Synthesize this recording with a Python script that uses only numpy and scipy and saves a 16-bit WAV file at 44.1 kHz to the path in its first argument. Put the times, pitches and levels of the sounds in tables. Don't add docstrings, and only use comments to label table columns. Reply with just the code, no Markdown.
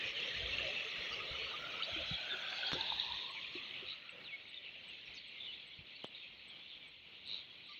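import sys
import numpy as np
from scipy import signal
from scipy.fft import rfft, irfft, next_fast_len
from scipy.io import wavfile
from scipy.ndimage import map_coordinates

SR = 44100
rng = np.random.default_rng(int(sys.argv[2]) if len(sys.argv) > 2 else 0)


def materialize(psi):
    bounded = np.clip(np.atleast_2d(psi).T, -1, 1)
    quanta = np.round(bounded * 32767).astype(np.int16)
    wavfile.write(sys.argv[1], SR, quanta)


N = 343539


def amp(db):
    return 10 ** (np.asarray(db) / 20)


def unit(x):
    return x / np.sqrt(np.mean(x ** 2) + 1e-20)


def curves(rows):
    s, *columns = np.transpose(rows)
    return [np.interp(np.arange(N) / SR, s, column) for column in columns]


def wobble(rate, size):
    knots = rng.standard_normal(int(size * rate / SR) + 4)
    return map_coordinates(knots, [np.arange(size) * rate / SR])


def coloured(x, points):
    size = next_fast_len(N + 8192)
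    f, db = np.transpose(points)
    gain = amp(np.interp(np.log(np.fft.rfftfreq(size, 1 / SR) + 1), np.log(f), db))
    return unit(irfft(rfft(x, size) * gain, size)[:N])


def add(track, s, sound):
    start = int(np.clip(round(s * SR), 0, N))
    track[start:start + len(sound)] += sound[:N - start]


def trees(x, t60, wet_db):
    t = np.arange(SR // 2) / SR
    tail = rng.standard_normal(len(t)) * amp(-60 * t / t60)
    return x + amp(wet_db) * signal.fftconvolve(x, tail / np.linalg.norm(tail))[:N]


def chirp(length, start_hz, end_hz, rasp, buzz_hz=135, scatter_hz=260, overtone_db=-44):
    size = max(int(length * SR), 64)
    u = np.linspace(0, 1, size)
    rasp = np.clip(rasp, 0, 1)
    glide = end_hz + (start_hz - end_hz) * (1 - u) ** 1.5
    pitch = glide + rasp * scatter_hz * wobble(900, size)
    phase = 2 * np.pi * np.cumsum(pitch) / SR
    beat = 2 * np.pi * np.cumsum(buzz_hz * (1 + .3 * wobble(90, size))) / SR
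    pulses = unit(amp(rasp * (7.6 * np.sin(beat) + 1.7 * wobble(150, size))))
    swell = np.sqrt(2) * np.abs(np.sin(np.pi * u))
    return swell * pulses * (np.sin(phase) + amp(overtone_db) * np.sin(2 * phase))


def crowd(low_hz, high_hz, length, fall, spread_db, count):
    track = np.zeros(N)
    draws = np.hstack([rng.random((count, 3)), rng.standard_normal((count, 3))])
    for when, place, rasp, long, slope, near in draws:
        hz = low_hz + (high_hz - low_hz) * place
        glide = np.exp(fall + 0.0504 * slope)
        note = chirp(length * np.exp(.4 * long), hz * glide, hz / glide, rasp ** 2)
        add(track, when * N / SR, amp(spread_db * min(near, 1.7)) * note)
    return unit(track)


def grains(low_hz, high_hz, cycles, rise, spread_db, count):
    when, place, size = rng.random((3, count, 1))
    hz = low_hz * (high_hz / low_hz) ** place
    k = np.arange(int(min(5 * cycles / low_hz, .04) * SR))
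    age = k / SR * hz / cycles
    level = amp(spread_db * np.minimum(-np.log(size), 4))
    tone = np.sin(2 * np.pi * cycles * age * (1 + rise * age))
    rings = level * age * np.exp(-2 * age) * tone
    return unit(np.bincount(((when * N).astype(int) + k).ravel(), rings.ravel(), N)[:N])


def turned(start_s=2.82, end_s=4.5):
    return np.clip((np.arange(N) / SR - start_s) / (end_s - start_s), 0, 1)


def chatter(low_hz, high_hz, snip_db, wash_db):
    notes = crowd(low_hz, high_hz, length=.042, fall=.015, spread_db=2.5, count=1100)
    whistles = crowd(low_hz, high_hz, length=0.055, fall=.09, spread_db=3.0, count=45)
    voices = unit(trees(notes + 0.39 * whistles, t60=0.53, wet_db=-5.5))
    dry_snips = grains(low_hz, high_hz, cycles=6.1, rise=0, spread_db=3.5, count=4000)
    band = [(low_hz * 0.49, -30), (low_hz, 0), (high_hz, 0), (high_hz * 1.52, -30)]
    wash = coloured(rng.standard_normal(N), band)
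    return voices + amp(snip_db) * dry_snips + amp(wash_db) * wash


def overtones(wash_db=4):
    # frequency in Hz, relative gain in dB.
    tilt = [(3500, -35), (4600, 3.5), (5000, -3.5), (5480, -3), (5950, -7), (6400, -4.5), (7000, -11.5),
            (7900, -24), (11000, -49)]
    notes = crowd(5200, 6700, length=0.056, fall=0, spread_db=2.5, count=420)
    grit = grains(4600, 7600, cycles=17, rise=0, spread_db=4, count=5000)
    return coloured(notes + grit + amp(wash_db) * rng.standard_normal(N), tilt)


def wall(x):
    # time in seconds, delay in ms, strength from 0 to 1.
    echo_path = [(0, 1.34, 0), (1.0, 1.46, 0.17), (2.0, 1.23, 0.23), (2.8, 1.11, 0.22), (3.6, 1.153, 0.09),
                 (7.79, 0.87, 0)]
    delay_ms, strength = curves(echo_path)
    echo = map_coordinates(x, [np.arange(N) - delay_ms * SR / 1000], order=1)
    return x + strength * echo


def flock():
    # time in seconds, low and high voices in dB before trim and wobble.
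    swell = [(0, -42, -45), (.6, -44, -47.5), (1.1, -45, -50), (1.8, -46, -50.5), (2.0, -44.5, -45.5),
             (2.3, -46.5, -49), (2.75, -49, -41), (3.03, -50, -45), (3.3, -51, -49.5), (3.8, -49, -54.5),
             (4.15, -56.5, -59.5), (5.1, -53, -55.5), (6.7, -57.5, -58), (7.0, -58.5, -61),
             (7.79, -57, -57)]
    # frequency in Hz, relative gain in dB.
    voice_tone = [(1400, -41.5), (1780, -20), (1980, -5.5), (2300, 0.5), (2700, 2.5), (3300, 1.5),
                  (3900, -2), (4330, -6), (4600, -20.5), (5000, -24.5), (6500, -56)]
    # centre in seconds, half-width in seconds, depth in dB.
    lulls = [(0.133, 0.023, -4), (5.837, 0.032, -5), (6.104, 0.027, -5)]
    overtone_db, shade_db = -20, -10.5
    low_db, high_db = curves(swell)
    low_voices = coloured(chatter(1750, 3200, snip_db=-1, wash_db=-2.5), voice_tone)
    high_voices = coloured(chatter(3200, 4800, snip_db=-4, wash_db=-4.0), voice_tone)
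    low = amp(low_db - 1.5 + .5 * wobble(7, N)) * low_voices
    high = amp(high_db - 0.5 + 0.76 * wobble(7, N)) * high_voices
    over_db = (low_db + high_db) / 2 + overtone_db + shade_db * turned()
    over = amp(over_db + .8 * wobble(6, N)) * overtones()
    t = np.arange(N) / SR
    lull_db = sum(db * np.exp(-((t - s) / length) ** 2) for s, length, db in lulls)
    return wall(amp(lull_db) * (low + high + over))


def hollow(centre_hz, width_hz, rush_db):
    bubbles = grains(349.1, 2197, cycles=13.9, rise=0.018, spread_db=4.0, count=2600)
    rush = amp(rush_db) * rng.standard_normal(N)
    f, t, z = signal.stft(bubbles + rush, SR, nperseg=1024)
    centre = np.interp(t, np.arange(N) / SR, centre_hz)
    gain = 1 / (1 + ((f[:, None] - centre) / width_hz) ** 2)
    resonant = signal.istft(z * gain, SR, nperseg=1024)[1][:N]
    return unit(amp(1.7 * wobble(14, N)) * resonant)


def gulp(length, hz, swirl_rate=150):
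    size = int(length * SR)
    swirl = wobble(swirl_rate, size) + 1j * wobble(swirl_rate, size)
    tone = unit(np.real(swirl * np.exp(2j * np.pi * hz * np.arange(size) / SR)))
    return np.sqrt(2) * np.sin(np.linspace(0, np.pi, size)) * tone


def water():
    # time in seconds, lower resonance in dB, middle resonance in dB.
    gurgle = [(0, -61.5, -66.5), (.65, -58.5, -64), (1.35, -61, -61), (1.8, -62, -54.5), (2.15, -61, -58),
              (2.4, -60.5, -48), (2.62, -56.5, -51), (2.88, -52, -57), (3.05, -56.5, -60.5),
              (3.6, -65.5, -72), (4.2, -67, -81), (4.7, -87.5, -82), (7.79, -94, -100)]
    # time in seconds, lower and middle resonance in Hz.
    hollow_tone = [(0, 486, 1240), (.6, 552, 1280), (1.2, 508, 1220), (2.0, 663, 1440), (2.45, 706, 1500),
                   (2.8, 840, 1576), (3.3, 1032, 1980), (4.2, 1430, 2300)]
    # Hz, width in Hz, starting level in dB, fade in dB per s.
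    basin = [(560, 100, -63.5, -2.6), (1900, 170, -53, -4)]
    # start in seconds, length in seconds, pitch in Hz, level in dB.
    gulps = [(0.563, 0.2, 582, -55), (1.194, 0.049, 1295, -54), (1.591, .11, 1400, -53.5),
             (1.852, 0.069, 609, -56.5), (1.967, .08, 603, -53.5), (2.255, 0.13, 1620, -53),
             (2.776, 0.046, 858, -51), (4.111, 0.12, 550, -66)]
    lower_db, middle_db = curves(gurgle)
    lower_hz, middle_hz = curves(hollow_tone)
    track = amp(lower_db) * hollow(lower_hz, width_hz=135, rush_db=9.5)
    track += amp(middle_db) * hollow(middle_hz, width_hz=147, rush_db=6)
    for hz, width_hz, db, fade in basin:
        level = amp(db + fade * np.arange(N) / SR)
        track += level * hollow(np.full(N, hz), width_hz, rush_db=7.5)
    for s, length, hz, db in gulps:
        add(track, s, amp(db) * gulp(length, hz))
    return track


def air():
    # frequency in Hz, relative gain in dB.
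    murmur_tone = [(25, -36.5), (45, -14.5), (70, -5.5), (150, 2.5), (220, 1), (330, 0.5), (700, -4.5),
                   (1300, -5.5), (1900, -7), (4000, -10), (8000, -38.5)]
    # frequency in Hz, relative gain in dB.
    hiss_tone = [(3000, -19), (6000, -5.5), (9300, 3.5), (11000, -1.5), (13700, -3.5), (14800, 13),
                 (15800, 7)]
    away = turned()
    fade_db = -1.09 * np.arange(N) / SR
    murmur_db = -60 - 1 * away + fade_db + 2.16 * wobble(9, N)
    hiss_db = -81 - 13 * away + .9 * wobble(8, N)
    murmur = amp(murmur_db) * coloured(rng.standard_normal(N), murmur_tone)
    hiss = amp(hiss_db) * coloured(rng.standard_normal(N), hiss_tone)
    return murmur + hiss


def grip():
    # start in seconds, length in seconds, rumble in dB.
    rubs = [(0.018, 0.097, -64), (0.337, 0.36, -58), (0.976, 0.038, -56), (1.09, .15, -65.5),
            (1.304, 0.03, -49), (1.404, .09, -64), (1.59, 0.049, -69), (1.91, 0.14, -57.5),
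            (2.07, 0.087, -54.5), (2.71, .11, -62), (2.875, .13, -67), (3.068, 0.11, -64),
            (5.08, 0.054, -71), (5.778, 0.048, -62.5), (6.278, .05, -73), (7.147, 0.28, -81)]
    # frequency in Hz, relative gain in dB.
    rumble_tone = [(25, -46.5), (36, -19.5), (52, -1.5), (100, -5.5), (170, -13), (400, -31.5), (900, -83)]
    attack_s, release_s, resting_db = 0.019, .02, -82
    t = np.arange(N) / SR
    level = amp(resting_db + 2.5 * wobble(8, N))
    for s, length, db in rubs:
        corners = [s, s + attack_s, s + length - release_s, s + length + release_s]
        level = level + amp(db) * np.interp(t, corners, [0, 1, 1, 0])
    return level * coloured(rng.standard_normal(N), rumble_tone)


def scold(length, hz, buzz_hz=125, depth_db=5.0):
    # frequency as a multiple of the pitch, width in Hz, gain in dB.
    resonances = [(.72, 900, -11), (0.999, 547, 2.5), (1.13, 400, -13), (1.4, 330, -29), (1.63, 380, -33.5)]
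    size = int(length * SR)
    beat = 2 * np.pi * np.cumsum(buzz_hz * (1 + 0.3 * wobble(70, size))) / SR
    puffs = rng.standard_normal(size) * amp(depth_db * np.sin(beat))
    f = np.fft.rfftfreq(size, 1 / SR)
    throat = np.zeros(len(f))
    for ratio, width, db in resonances:
        if ratio * hz < 7000:
            throat += amp(db) / (1 + (2 * (f - ratio * hz) / width) ** 4)
    rattle = unit(irfft(rfft(puffs) * throat, size))
    return np.sqrt(2) * np.sin(np.linspace(0, np.pi, size)) * rattle


def scolds():
    # start in seconds, length in seconds, pitch in Hz, level in dB.
    scold_bursts = [(0.034, 0.11, 5480, -66), (0.209, 0.095, 5500, -65.5), (1.084, .092, 5480, -64),
                    (2.725, 0.027, 5500, -57), (2.759, 0.24, 3800, -48.5), (2.92, 0.19, 3840, -45.5),
                    (3.061, .22, 3740, -49.5), (3.851, .11, 3890, -49.5), (7.238, .195, 3880, -47.5),
                    (7.674, 0.071, 3980, -58), (7.67, 0.096, 5400, -81)]
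    track = np.zeros(N)
    for s, length, hz, db in scold_bursts:
        add(track, s, amp(db) * scold(length, hz))
    return track


def snips():
    # time in seconds (the sound starts 1 ms earlier), envelope peak in dB, pitch in Hz.
    snip_calls = [(.405, -34, 3100), (0.461, -33.5, 3290), (0.584, -29.5, 2730), (1.8234, -29, 3050),
                  (1.833, -34, 3780), (2.3908, -39, 3780), (2.6687, -35.5, 4450), (2.81, -29.5, 3880),
                  (2.9013, -30, 3650), (2.9978, -25.5, 3810), (3.1214, -31, 3640), (3.446, -37.5, 2390),
                  (4.0924, -39.5, 2710), (4.5436, -40.5, 3700), (7.343, -34.5, 3730)]
    track = np.zeros(N)
    t = np.arange(SR // 40) / SR
    age = t / .0022
    pulse = (age * np.exp(1 - age)) ** 2
    for s, db, hz in snip_calls:
        tone = np.sin(2 * np.pi * hz * t + .6 * wobble(800, len(t)))
        add(track, s - .001, amp(db) * pulse * tone)
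    return track


def thumps_and_plops():
    # start in seconds, level in dB before the onset softens it, pitch in Hz, t60 in seconds.
    soft_hits = [(.435, -39, 60, 0.11), (1.31, -43.5, 69.6, 0.2), (1.961, -43.5, 318, 0.14),
                 (1.915, -45, 80, .08), (2.112, -31, 149, 0.05), (2.33, -43, 369, 0.1),
                 (2.728, -40.5, 153, 0.11), (2.731, -36.5, 272, 0.056), (2.745, -42.5, 359, 0.19),
                 (2.748, -40.5, 526, 0.11), (2.921, -25.5, 862, 0.025), (3.552, -38, 356, .08),
                 (3.825, -41.5, 360, 0.054), (5.79, -45, 141, 0.045)]
    track = np.zeros(N)
    t = np.arange(SR // 5) / SR
    onset = 1 - np.exp(-t / 0.0021)
    for s, db, hz, t60 in soft_hits:
        ring = np.sin(2 * np.pi * hz * t + .6 * wobble(hz / 3, len(t)))
        add(track, s, amp(db) * onset * amp(-60 * t / t60) * ring)
    return track


def calls():
    # start in seconds, length in seconds, start Hz, end Hz, level in dB, rasp from 0 to 1.
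    swept_tones = [ (0.49, 0.019, 2275, 2174, -43, 0.2), (.518, 0.038, 2750, 2610, -41.5, 0.07),
                   (.575, 0.079, 2800, 2800, -44, .64), (0.738, 0.1, 2767, 2690, -41.5, 0.8),
                   (1.122, 0.027, 4700, 4580, -50, 0.2), (1.226, .13, 3850, 4000, -51, 0.3),
                   (1.358, .18, 4240, 4460, -56.5, 0.42), (1.83, .02, 3870, 3900, -45, 0.4),
                   (1.821, 0.042, 4540, 4490, -49.5, .3), (1.941, 0.016, 3180, 3140, -40.5, 0),
                   (2.034, 0.16, 4100, 3785, -47.5, 0.36), (2.135, 0.017, 3270, 3370, -39, .3),
                   (2.288, 0.064, 3765, 3400, -41, 0.38), (2.46, 0.17, 4380, 4560, -54.5, 0.36),
                   (2.65, 0.065, 4600, 4680, -54, 0.27), (3.348, 0.058, 2340, 2280, -47.5, 0.4),
                   (3.533, .05, 4480, 3640, -51, .2), (3.57, 0.031, 2614, 2480, -46, 0.17),
                   (3.726, 0.08, 2540, 2890, -51, .66), (4.238, 0.054, 4280, 3470, -51.5, 0.4),
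                   (4.261, .065, 3300, 2250, -52, .2), (4.316, 0.054, 2230, 2186, -44.5, 0.11),
                   (4.559, 0.036, 3830, 3510, -48, 0.42), (4.623, 0.088, 2930, 2620, -51.5, 0.77),
                   (5.049, 0.036, 5600, 5440, -72, .5), (5.138, .025, 6600, 6450, -70, 0.2),
                   (5.142, 0.047, 5880, 5850, -70, 0.4), (5.148, .031, 5200, 5100, -63, 0.2),
                   (5.167, .031, 4500, 4450, -55, 0.06), (5.456, 0.028, 3570, 3510, -49, .2),
                   (5.459, 0.068, 3000, 2930, -48.5, 0.23), (5.516, .042, 3150, 3750, -48.5, 0.5),
                   (5.948, 0.031, 4300, 4450, -58, 0.15), (6.028, 0.038, 3090, 2990, -49.5, 0.93),
                   (6.139, 0.03, 3870, 3810, -49.5, 0.55), (6.205, 0.086, 2550, 2600, -54.5, 0.53),
                   (6.674, 0.13, 4000, 3200, -54.5, 0.82), (6.807, 0.082, 2400, 2230, -59, 0.1),
                   (7.681, 0.059, 1183, 1158, -62, .12), (7.725, 0.029, 4450, 4400, -59, .3)]
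    track = np.zeros(N)
    for s, length, start_hz, end_hz, db, rasp in swept_tones:
        add(track, s, amp(db) * chirp(length, start_hz, end_hz, rasp))
    return track


def knocks():
    # start in seconds, peak of the body in dB, brightness in Hz, lowest tone in Hz,
    # gain of the contact tick in dB before the knock's own level.
    case_knocks = [(2.718, -22.5, 2980, 300, -23), (2.7322, -22, 2400, 120, -6.5),
                   (6.0442, -31.5, 806, 150, -2.5)]
    track = np.zeros(N)
    t = np.arange(SR // 5) / SR
    for s, db, bright_hz, low_hz, tick_db in case_knocks:
        rattle = 0.02 * rng.standard_normal(len(t)) * amp(-60 * t / 0.066)
        blow = (t == 0) + rattle
        body = signal.lfilter(*signal.butter(2, [low_hz, bright_hz], 'band', fs=SR), blow)
        body = signal.lfilter(*signal.butter(N=6, Wn=5300, fs=SR), body)
        tick = signal.lfilter(*signal.butter(1, [4700, 7000], 'band', fs=SR), blow)
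        add(track, s, amp(db) * (body / np.abs(body).max() + amp(tick_db) * tick))
    return track


def pips(length=0.031):
    # centre in seconds, peak in dB.
    pip_calls = [(3.312, -70), (3.7, -88), (4.108, -70.5), (4.498, -73.5), (4.89, -69.5), (5.284, -74),
                 (5.68, -74), (6.072, -76), (6.488, -69.5), (6.883, -73), (7.275, -70.5), (7.67, -82)]
    track = np.zeros(N)
    u = np.linspace(0, 1, int(length * SR))
    for s, db in pip_calls:
        pitch = 8130 - 430 * u ** 2 + rng.normal(0, 35)
        tone = np.sin(2 * np.pi * np.cumsum(pitch) / SR)
        add(track, s - length / 2, amp(db) * np.sin(np.pi * u) ** 2 * tone)
    return track


def trill(start_s=5.402, gap_s=.0142, stroke_s=.011, hz=3520, db=-44, count=5):
    track = np.zeros(N)
    for k in range(count):
        add(track, start_s + k * gap_s, amp(db) * chirp(stroke_s, hz, hz, rasp=0.57))
    return track


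def near_birds():
    return trees(scolds() + snips() + calls() + trill(), t60=0.3, wet_db=-12)


def handling_and_plops():
    return grip() + thumps_and_plops() + knocks()


def scene():
    return (flock() + water() + air() + handling_and_plops() + near_birds() + pips())[None]


def record(dry, top_hz=15800):
    return irfft(rfft(dry) * (np.fft.rfftfreq(N, 1 / SR) < top_hz), N)


dry = scene()
out = record(dry)
materialize(out)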